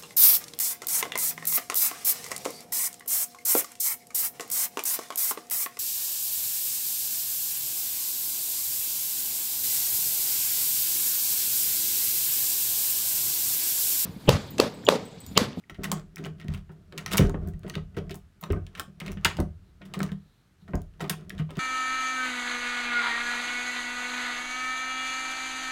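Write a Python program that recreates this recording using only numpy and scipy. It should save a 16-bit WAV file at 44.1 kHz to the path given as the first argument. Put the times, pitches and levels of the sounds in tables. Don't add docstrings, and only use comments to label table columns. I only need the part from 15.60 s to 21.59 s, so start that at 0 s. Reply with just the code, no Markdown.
import sys
import numpy as np
from scipy import signal
from scipy.fft import rfft, irfft
from scipy.io import wavfile
from scipy.ndimage import uniform_filter1d

SR = 44100
rng = np.random.default_rng(int(sys.argv[2]) if len(sys.argv) > 2 else 0)


def pcm_store(signal):
    levels = np.round(np.clip(np.atleast_2d(signal), -1, 1) * 32767)
    wavfile.write(sys.argv[1], SR, levels.astype(np.int16).T)


N = 264189

# start_s, peak_level_db, treble_db and low_mids_db (both over the mids), rattle_db (strength beside the crack)
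METAL_CLICKS = [(0.0971, -30.5, -14, 2, -14.5), (0.1453, -41, -16.5, -13, -11), (0.153, -47, -17, 0, -20),
                (0.2345, -25, -1, 2, -8.5), (0.2423, -18.5, -6, -1, -15), (0.3164, -9.5, 3.5, 6.5, -17.5),
                (0.319, -23, -2, -3, -22), (.5591, -28.5, 6, -15, -26), (0.5696, -32.5, -46, -10.5, -28),
                (.5808, -36, -9, 1.5, -11), (0.64, -37, -18, -18, -22), (.648, -28, -21, -42, -36),
                (.6546, -32, -9, -7, -11.5), (0.6625, -29.5, -17, 14, -24), (0.784, -54, -16, -12, -5),
                (0.799, -39, -11, -11, -12.5), (0.814, -36.5, -18, -1, -30), (.822, -44.5, -20, -12, -8),
                (.8444, -45, -8, 4, -21), (0.883, -32, -13, -15, -33), (0.9379, -31.5, -7.5, -6, -14.5),
                (0.9469, -34, -8, -24, -18), (0.9756, -41, -9, -10, -13), (1.0929, -48.5, -30, 6.5, -14.5),
                (1.117, -54.5, -2, 9, -9), (1.324, -35.5, -16, -5.5, -18.5),
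                (1.3776, -23.5, -5.5, -6.5, -13.5), (1.382, -24, -12, -19, -27),
                (1.3904, -33, -22, -13, -14), (1.4617, -16, -8.5, -1.5, -22),
                (1.4788, -32, -12.5, -4.5, -16.5), (1.5102, -32, -13, -24, -1), (1.5151, -29, -7, -7, 0),
                (1.5254, -23, 1, -16, -6), (1.5335, -15, -7.5, -17, -15), (1.5708, -14.5, 7, -25, -2.5),
                (1.5808, -7, -11, -15, -21), (1.5858, -26.5, -16, 6, -26.5), (1.614, -37.5, -15, -18, 0.5),
                (1.6957, -27.5, 1, 22, -30), (1.7408, -42, -34, 10, -2), (1.874, -37, 13, -2, -23),
                (1.8856, -42.5, 5, -11, -12.5), (1.9363, -49, -8.5, 1, -18), (1.9935, -45.5, 15, -20, -37),
                (2.033, -41.5, -11, 0, -13.5), (2.0657, -41, -15, 0, -15), (2.0768, -40.5, -20, -1, -15),
                (2.081, -38, 8, 23, -15), (2.0885, -44, 4, -21, -28), (2.098, -26.5, -5.5, -21, -35),
                (2.1021, -30.5, -39, -4, -42), (2.138, -40, -17, -13, -2),
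                (2.1537, -20.5, -15.5, -7, -22.5), (2.1757, -40, -17, 2, -7), (2.3456, -50, -23, -6, -11),
                (2.367, -35.5, -8.5, 2.5, -9), (2.3814, -33, -16, -5, -14.5), (2.3874, -36.5, -13, -7, -27),
                (2.4953, -32.5, -8, 3.5, -16.5), (2.5083, -30.5, -13, -28, -15),
                (2.5434, -33.5, -0.5, 6, -15), (2.555, -31.5, 14, -18, -17), (2.8103, -43, 11, 10, 2.5),
                (2.8273, -37.5, -13, 8, -13), (2.8376, -24.5, -13.5, 2.5, -21), (2.8624, -45, -12, 6, -13),
                (2.9034, -35.5, -24, -5, -18.5), (2.9174, -52.5, -1, 5, -27.5), (2.9229, -30.5, 9, -5, -35),
                (2.931, -26, -23, 22, -27), (3.0662, -38.5, -13, -17, -19),
                (3.1513, -30, -15.5, -14.5, -13), (3.1738, -37, -10, -3, -3.5), (3.1966, -18, -1, 5.5, -16),
                (3.4011, -30.5, -1, -21, -22.5), (3.4039, -29, -12, -14.5, -17),
                (3.4152, -31, -35.5, -10, -15.5), (3.454, -45, -29, -7, -20),
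                (3.462, -31.5, -10, -5.5, -11.5), (3.48, -27.5, -20.5, -21.5, -18),
                (3.518, -32, -2.5, -29, -22), (3.531, -40, -7, -19, -19.5),
                (3.5726, -38, -31.5, -13, -16.5), (3.6476, -6, -9, -16, -12.5),
                (3.6528, -10, -27, -9, -13.5), (3.7004, -29.5, -24.5, -19.5, -17),
                (3.769, -30, -11.5, -9, -15), (3.7864, -31, -18.5, 10, -15.5), (3.8019, -25, -0.5, 8, -21),
                (4.217, -40, -24, -9, -12.5), (4.252, -49, -6, -18, -3), (4.338, -24, -10, -3, -12.5),
                (4.356, -36.5, -15, -2, -15), (4.3913, -30.5, 0, -20, -25), (4.4039, -17.5, -16, 13, -33.5),
                (4.4138, -39, -23, 10, -17), (4.4304, -20, -1, 4, -22), (4.4914, -41, -29, -2, -16),
                (4.518, -33, -10.5, -1, -20), (5.0788, -43, -12, 13, -10), (5.135, -30.5, -38, 19, -16),
                (5.1545, -30, 4, 14, -32), (5.218, -38.5, 5.5, -33, -29), (5.338, -56, -16, -12, -21),
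                (5.3967, -41, -13, 8.5, -12), (5.4054, -26, -11.5, 8.5, -10.5),
                (5.4112, -33.5, -5, -26, -8.5), (5.4158, -32.5, -12, -3, -3), (5.441, -33, -13, 9, -8),
                (5.4773, -46, -8, -10, -24), (5.496, -14, 3.5, -2, -11), (5.4975, -15.5, -6, -2.5, -16),
                (5.528, -33.5, -38, -6, -7.5), (5.6954, -29, -1, -20, -39), (5.7042, -28, -14.5, -7, -23.5),
                (5.7801, -37, -18, -20, -14), (5.79, -34.5, -8, 8, -13), (5.7966, -33, -20, -4.5, -9),
                (5.8906, -44.5, -22, 1, -1), (5.9061, -32.5, -11.5, 0, -18), (5.9543, -43, -16, -14, -14),
                (5.9698, -33.5, -5, -7, -20), (5.9834, -36, -19, -9, -22)]
# start_s, panel_peak_db, deep_db and woody_db (peaks over the panel's)
FRAME_THUDS = [(0.105, -43.5, 3.5, -0.5), (0.185, -33, 4.5, 1), (0.252, -35, -8, -17),
               (.325, -26, -25, -27), (0.588, -32, -28, -3), (0.658, -26.5, -30, -10.5),
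               (0.844, -32.5, -25, -8), (.887, -25.5, 2.5, -15), (0.938, -28, -2, -34),
               (1.094, -37, -26, -9.5), (1.329, -46.5, -6.5, 7.5), (1.468, -40.5, -3.5, -3.5),
               (1.535, -28, -22, 0.5), (1.593, -9.5, -0.5, -3.5), (1.638, -17, 9, -7.5),
               (1.679, -31.5, -7, 6), (1.741, -27.5, -15, 1.5), (1.787, -44, -12, -19),
               (1.872, -27.5, -27, -8.5), (1.947, -32, -22, -30), (2.045, -32.5, -25, 0),
               (2.162, -24.5, -8, -5), (2.369, -30.5, 2, 6), (2.501, -36.5, -18, 3), (2.551, -38.5, -5, -4),
               (2.827, -34.5, -26, -14), (2.902, -27.5, 10, 8), (2.96, -28.5, 5, -3),
               (3.188, -51.5, 12, 11), (3.278, -39, -16, -13), (3.411, -34.5, -16.5, -6),
               (3.477, -31.5, -10, -4.5), (3.565, -29, -14.5, -15.5), (3.654, -29.5, 0, -0.5),
               (3.787, -21.5, 5.5, 3), (4.209, -45, -18, 2.5), (4.366, -25, -27, -9.5),
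               (4.41, -20.5, -35, -8), (4.515, -24.5, -20, -16.5), (5.02, -43.5, -21, -26),
               (5.088, -37, -11, -11), (5.134, -24, 6, 1), (5.416, -27, -10, -3.5),
               (5.501, -27, -22, -10.5), (5.796, -21, -36, -18), (5.899, -60, -10, 19),
               (5.97, -23, -25, -9)]
# start_s, level_db (added to every tone), blunt_db_per_octave (added going down from the highest tone)
LEVER_TINKS = [(.0986, -57, 13.), (2.8110, -46, -4.), (2.8275, -60, 12.), (2.8386, -57, 13.),
               (2.857, -66, 13.)]
# pitch_hz, level_db, t60_s (time to fall 60 dB)
LATCH_TONES = [(713, -6, 0.042), (1090, 5, 0.02), (1289.5, 9, 0.021), (1826, 8.5, 0.022), (2063, 3, 0.017),
               (2302, -8.5, 0.032), (2680, -2.5, 0.0033), (2995, -4.5, 0.032), (3200, -15.5, 0.01),
               (3640, -2.5, 0.062), (4477, -19.5, 0.012), (9700, -15.5, 0.019)]
LEVER_TONES = [(3800, -24, .05), (5830, -23, .15), (5905, -25, .12), (6900, -22, .08), (9200, -16, .05),
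               (11700, -12, .025), (13600, 0, .045), (15600, -14, .04)]
PANEL_TONES = [(155.8, 0.28, 0.31), (193.96, 0.019, 0.24)]
LEAF_TONES = [(39.57, -2, 0.14), (75, -2.5, 0.091), (89.7, -2.5, 0.19), (125, -11.5, 0.11)]
WOOD_TONES = [(264.5, -1, 0.073), (325.6, 1.5, 0.049), (393, 1.5, 0.053), (435, -5, 0.06),
              (605, -5.5, 0.057), (719, -10, 0.068), (1009, -19, 0.021), (1507, -7.5, 0.012),
              (1980, -17.5, 0.0088)]
# centre_hz, level_db, t60_s
ROOM_BANDS = [(612, -20, 0.2), (1676, -19, .22), (5200, -15.5, 0.22), (8200, -19, 0.18),
              (14000, -25.5, 0.041)]
# pitch_hz, relative_level_db
HUSH_COLOUR = [(18, -28), (30, -2.5), (170, -1), (512, -20.5), (1070, -23), (1250, -18), (1960, -23.5),
               (3770, -28), (14400, -39.5), (16000, -45)]
# start_s, hold_s, panel_hum_db, leaf_sway_db, spindle_rub_db
HAND_MOVES = [(0.244, 0.13, -38, -50, -50.5), (0.646, 0.0069, -35.5, -45, -52.5),
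              (0.812, 0.032, -52, -47, -71), (0.903, .05, -49, -44, -55.5), (1.134, 0.075, -55.5, -57, -88),
              (1.375, 0.043, -43.5, -57, -54.5), (1.547, 0.073, -34.5, -36.5, -35),
              (1.68, 0.032, -37, -34.5, -67), (1.825, 0.046, -38.5, -34.5, -65),
              (2.067, 0.039, -45, -58.5, -61), (2.15, 0.017, -43.5, -41.5, -70),
              (2.38, 0.11, -44.5, -40.5, -71), (2.933, 0.014, -33, -38.5, -75),
              (3.167, 0.053, -50, -61, -57), (3.468, 0.028, -37, -38.5, -49.5),
              (3.666, 0.057, -48, -46.5, -46), (3.804, 0.013, -37, -38, -73),
              (4.068, 0.017, -61.5, -50, -90), (4.258, 0.06, -49.5, -73, -65),
              (4.401, 0.057, -37, -43.5, -49.5), (5.119, 0.075, -45, -40.5, -68),
              (5.463, 0.023, -39.5, -52.5, -55), (5.6, 0.025, -46.5, -53, -62.5),
              (5.74, 0.036, -42.5, -39.5, -64), (5.979, .02, -47.5, -51, -48.5)]
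# hum_db_per_s, sway_db_per_s, rub_db_per_s
BUILD_UP = [250.5, 127.5, 349.5]
DIE_AWAY = [171, 124.5, 296]
# centre_s, half_length_s, level_db
HISS_SWELLS = [(1.192, 0.11, -91), (4.08, 0.047, -76.5), (4.715, 0.16, -74), (5.023, 0.025, -71)]
# start_s, peak_level_db, settling_pitch_hz
HOLLOW_TOCKS = [(0.038, -53, 1870), (.569, -40, 1890), (2.102, -40.5, 1855), (3.406, -33.5, 2013),
                (5.7033, -32.5, 1675)]

RATTLE_T60_S = 0.088
FIRMER_PER_DB = 0.012
TOP_DROP_DB, TOP_SLOPE = -6, 1.4
SHOVE_S = 0.01
SWAY_LAG_S = 0.065
TICKS_PER_S, TICK_DB = 60, -12.5
TOCK_DROP, TOCK_GLIDE_S, TOCK_S = 0.66, 0.0011, 0.0016
HUSH_DB = -70.5
CEILING, TOP_HZ = 0.45, 16300


def undb(db):
    return 10 ** (np.asarray(db) / 20)


def unit(x):
    return x / np.sqrt(np.mean(x ** 2))


def peak(x):
    return x / np.abs(x).max()


def colour(x, points):
    hz, db = np.transpose(points)
    f = np.maximum(np.fft.rfftfreq(len(x), 1 / SR), 1)
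    gain = undb(np.interp(np.log(f), np.log(hz), db))
    return irfft(rfft(x) * gain, len(x))


def fall_60(t, t60):
    return np.exp(-np.log(1000) * t / t60)


def ring(tones, scatter_db=0., size=16384):
    hz, db, t60 = np.transpose(tones)[:, :, None]
    t = np.arange(size) / SR
    sign = rng.choice([-1, 1], hz.shape)
    share = sign * undb(db + scatter_db * rng.standard_normal(hz.shape))
    return np.sum(share * fall_60(t, t60) * np.sin(2 * np.pi * hz * t), axis=0)


def add(out, s, sound):
    i = int(s * SR)
    out[i:i + len(sound)] += sound[:N - i]


def clicks():
    out, t = np.zeros(N), np.arange(4608) / SR
    lead = 256
    for s, db, bright_db, low_db, rattle_db in METAL_CLICKS:
        crack = peak(rng.standard_normal(len(t)) * t * np.exp(-t / 0.0005))

        jolts = undb(2.5 * rng.exponential(size=len(t) // 32)).repeat(32)
        grit = rng.standard_normal(len(t)) * uniform_filter1d(jolts, size=32)
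        fade = fall_60(t, RATTLE_T60_S / np.exp(FIRMER_PER_DB * (db + 30.5)))
        dull = colour(grit, [(500, 3), (3000, -5.5), (6000, -13.0), (12000, -5.0)])
        rattle = unit(dull) + 0.55 * fade ** 1.4 * unit(grit)
        onset = 1 - np.exp(-t / 0.0017)
        chatter = crack + undb(rattle_db) * onset * fade * rattle

        latch = ring(LATCH_TONES, scatter_db=1.5, size=3072)
        case = signal.fftconvolve(chatter, latch)[:len(t)]
        blow = np.roll(chatter + undb(-11) * np.std(chatter) * unit(case), lead)
        top_db = TOP_SLOPE * bright_db + TOP_DROP_DB
        blow = colour(blow, [(250, low_db - 7.5), (900, low_db), (1700, low_db / 3), (2800, 0.00057),
                             (4200, bright_db / 2), (7000, bright_db), (12500, top_db)])
        loudest = np.abs(blow[:384]).max()
        add(out, s - lead / SR, undb(db) * blow / loudest)
    return out


def thuds():
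    out, t = np.zeros(N), np.arange(16384) / SR
    for s, db, deep_db, woody_db in FRAME_THUDS:
        shove = np.exp(-t / SHOVE_S)
        swell = 1 - shove ** 3
        panel = peak(swell * ring(PANEL_TONES, scatter_db=3.5))
        deep = peak(swell * ring(LEAF_TONES, scatter_db=4.5))
        jolts = rng.standard_normal(len(t)) * shove ** 0.5
        wood = peak(signal.fftconvolve(jolts, ring(WOOD_TONES, scatter_db=1.0))[:len(t)])
        add(out, s, undb(db) * (panel + undb(deep_db) * deep + undb(woody_db) * wood))
    return out


def shake(tones):
    return unit(signal.fftconvolve(rng.standard_normal(N), ring(tones))[:N])


def grip():
    t = np.arange(0, N + 64, 64) / SR
    s, hold, *levels = np.transpose(HAND_MOVES)[:, :, None]

    def swell(db, lag, rise_db, fall_db):
        at = t - s - lag
        rise = rise_db * np.maximum(-at, 0)
        fall = fall_db * np.maximum(at - hold, 0)
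        gain = undb(db - rise - fall).sum(axis=0)
        return np.interp(np.arange(N) / SR, t, gain)

    hum_gain, sway_gain, rub_gain = map(swell, levels, (0, SWAY_LAG_S, 0), BUILD_UP, DIE_AWAY)
    hum = shake(PANEL_TONES) + undb(-9.0) * shake(WOOD_TONES)
    sway = shake(LEAF_TONES)
    slips = rng.standard_normal(N) * undb(3.3 * rng.exponential(size=N))
    scrape = unit(colour(slips, [(300, -7.0), (1200, 4), (4000, -13.0), (12000, -28.0)]))
    grate = unit(scrape + 0.5 * shake(LATCH_TONES))
    play = (rng.random(N) < TICKS_PER_S / SR) * rng.standard_normal(N)
    ticks = unit(colour(play, [(800, -25), (2500, -2.5), (6000, -7.5), (12000, -21)]))
    return hum_gain * hum + sway_gain * sway + rub_gain * (grate + undb(TICK_DB) * ticks)


def tocks():
    out, t = np.zeros(N), np.arange(1024) / SR
    for s, db, hz in HOLLOW_TOCKS:
        extra = TOCK_DROP * TOCK_GLIDE_S * (1 - np.exp(-t / TOCK_GLIDE_S))
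        wave = np.sin(2 * np.pi * hz * (t + extra))
        add(out, s, undb(db) * peak(t * np.exp(-t / TOCK_S) * wave))
    return out


def tinks():
    out, highest_hz = np.zeros(N), LEVER_TONES[-1][0]
    for s, db, blunt_db in LEVER_TINKS:
        tones = [(hz, tone_db + blunt_db * np.log2(highest_hz / hz), t60)
                 for hz, tone_db, t60 in LEVER_TONES]
        add(out, s, undb(db) * ring(tones, scatter_db=2, size=11025))
    return out


def hiss_swells():
    s, half, db = np.transpose(HISS_SWELLS)[:, :, None]
    gain = np.sum(undb(db) * np.exp(-((np.arange(N) / SR - s) / half) ** 2), axis=0)
    jumps = undb(1.2 * rng.exponential(size=N // 128 + 1)).repeat(128)[:N]
    grains = rng.standard_normal(N) * jumps
    return gain * unit(colour(grains, [(800, -2), (2500, -15), (4100, 4), (4700, -14), (9000, -16)]))


def room(dry):
    t, tail = np.arange(20000) / SR, 0
    for hz, db, t60 in ROOM_BANDS:
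        edges = [(hz / 1.8, -30), (hz / 1.79, -3), (hz, 0), (hz * 2.0, -2.637), (hz * 2.0001, -30)]
        band = unit(colour(rng.standard_normal(len(t)), edges))
        energy = SR * t60 / np.log(1e6)
        tail = tail + undb(db) * band * fall_60(t, t60) / np.sqrt(energy)
    onset = 1 - np.exp(-t / 0.00043)
    return dry + signal.fftconvolve(dry, tail * onset)[:N]


def hush():
    air = colour(rng.standard_normal(N), HUSH_COLOUR)
    high_pass = signal.butter(4, 300, "high", fs=SR, output="sos")
    return undb(HUSH_DB) * air / np.std(signal.sosfilt(high_pass, air))


def scene():
    blows = clicks() + thuds() + tocks() + tinks()
    return (room(blows) + grip() + hiss_swells() + hush())[None]


def record(dry):
    bass_cut = signal.butter(4, 38., "high", fs=SR, output="sos")
    rounded = CEILING * np.tanh(signal.sosfilt(bass_cut, dry) / CEILING)
    top_cut = signal.ellip(8, 0.2, 70, TOP_HZ, fs=SR, output="sos")
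    return signal.sosfilt(top_cut, rounded)


dry = scene()
out = record(dry)
pcm_store(out)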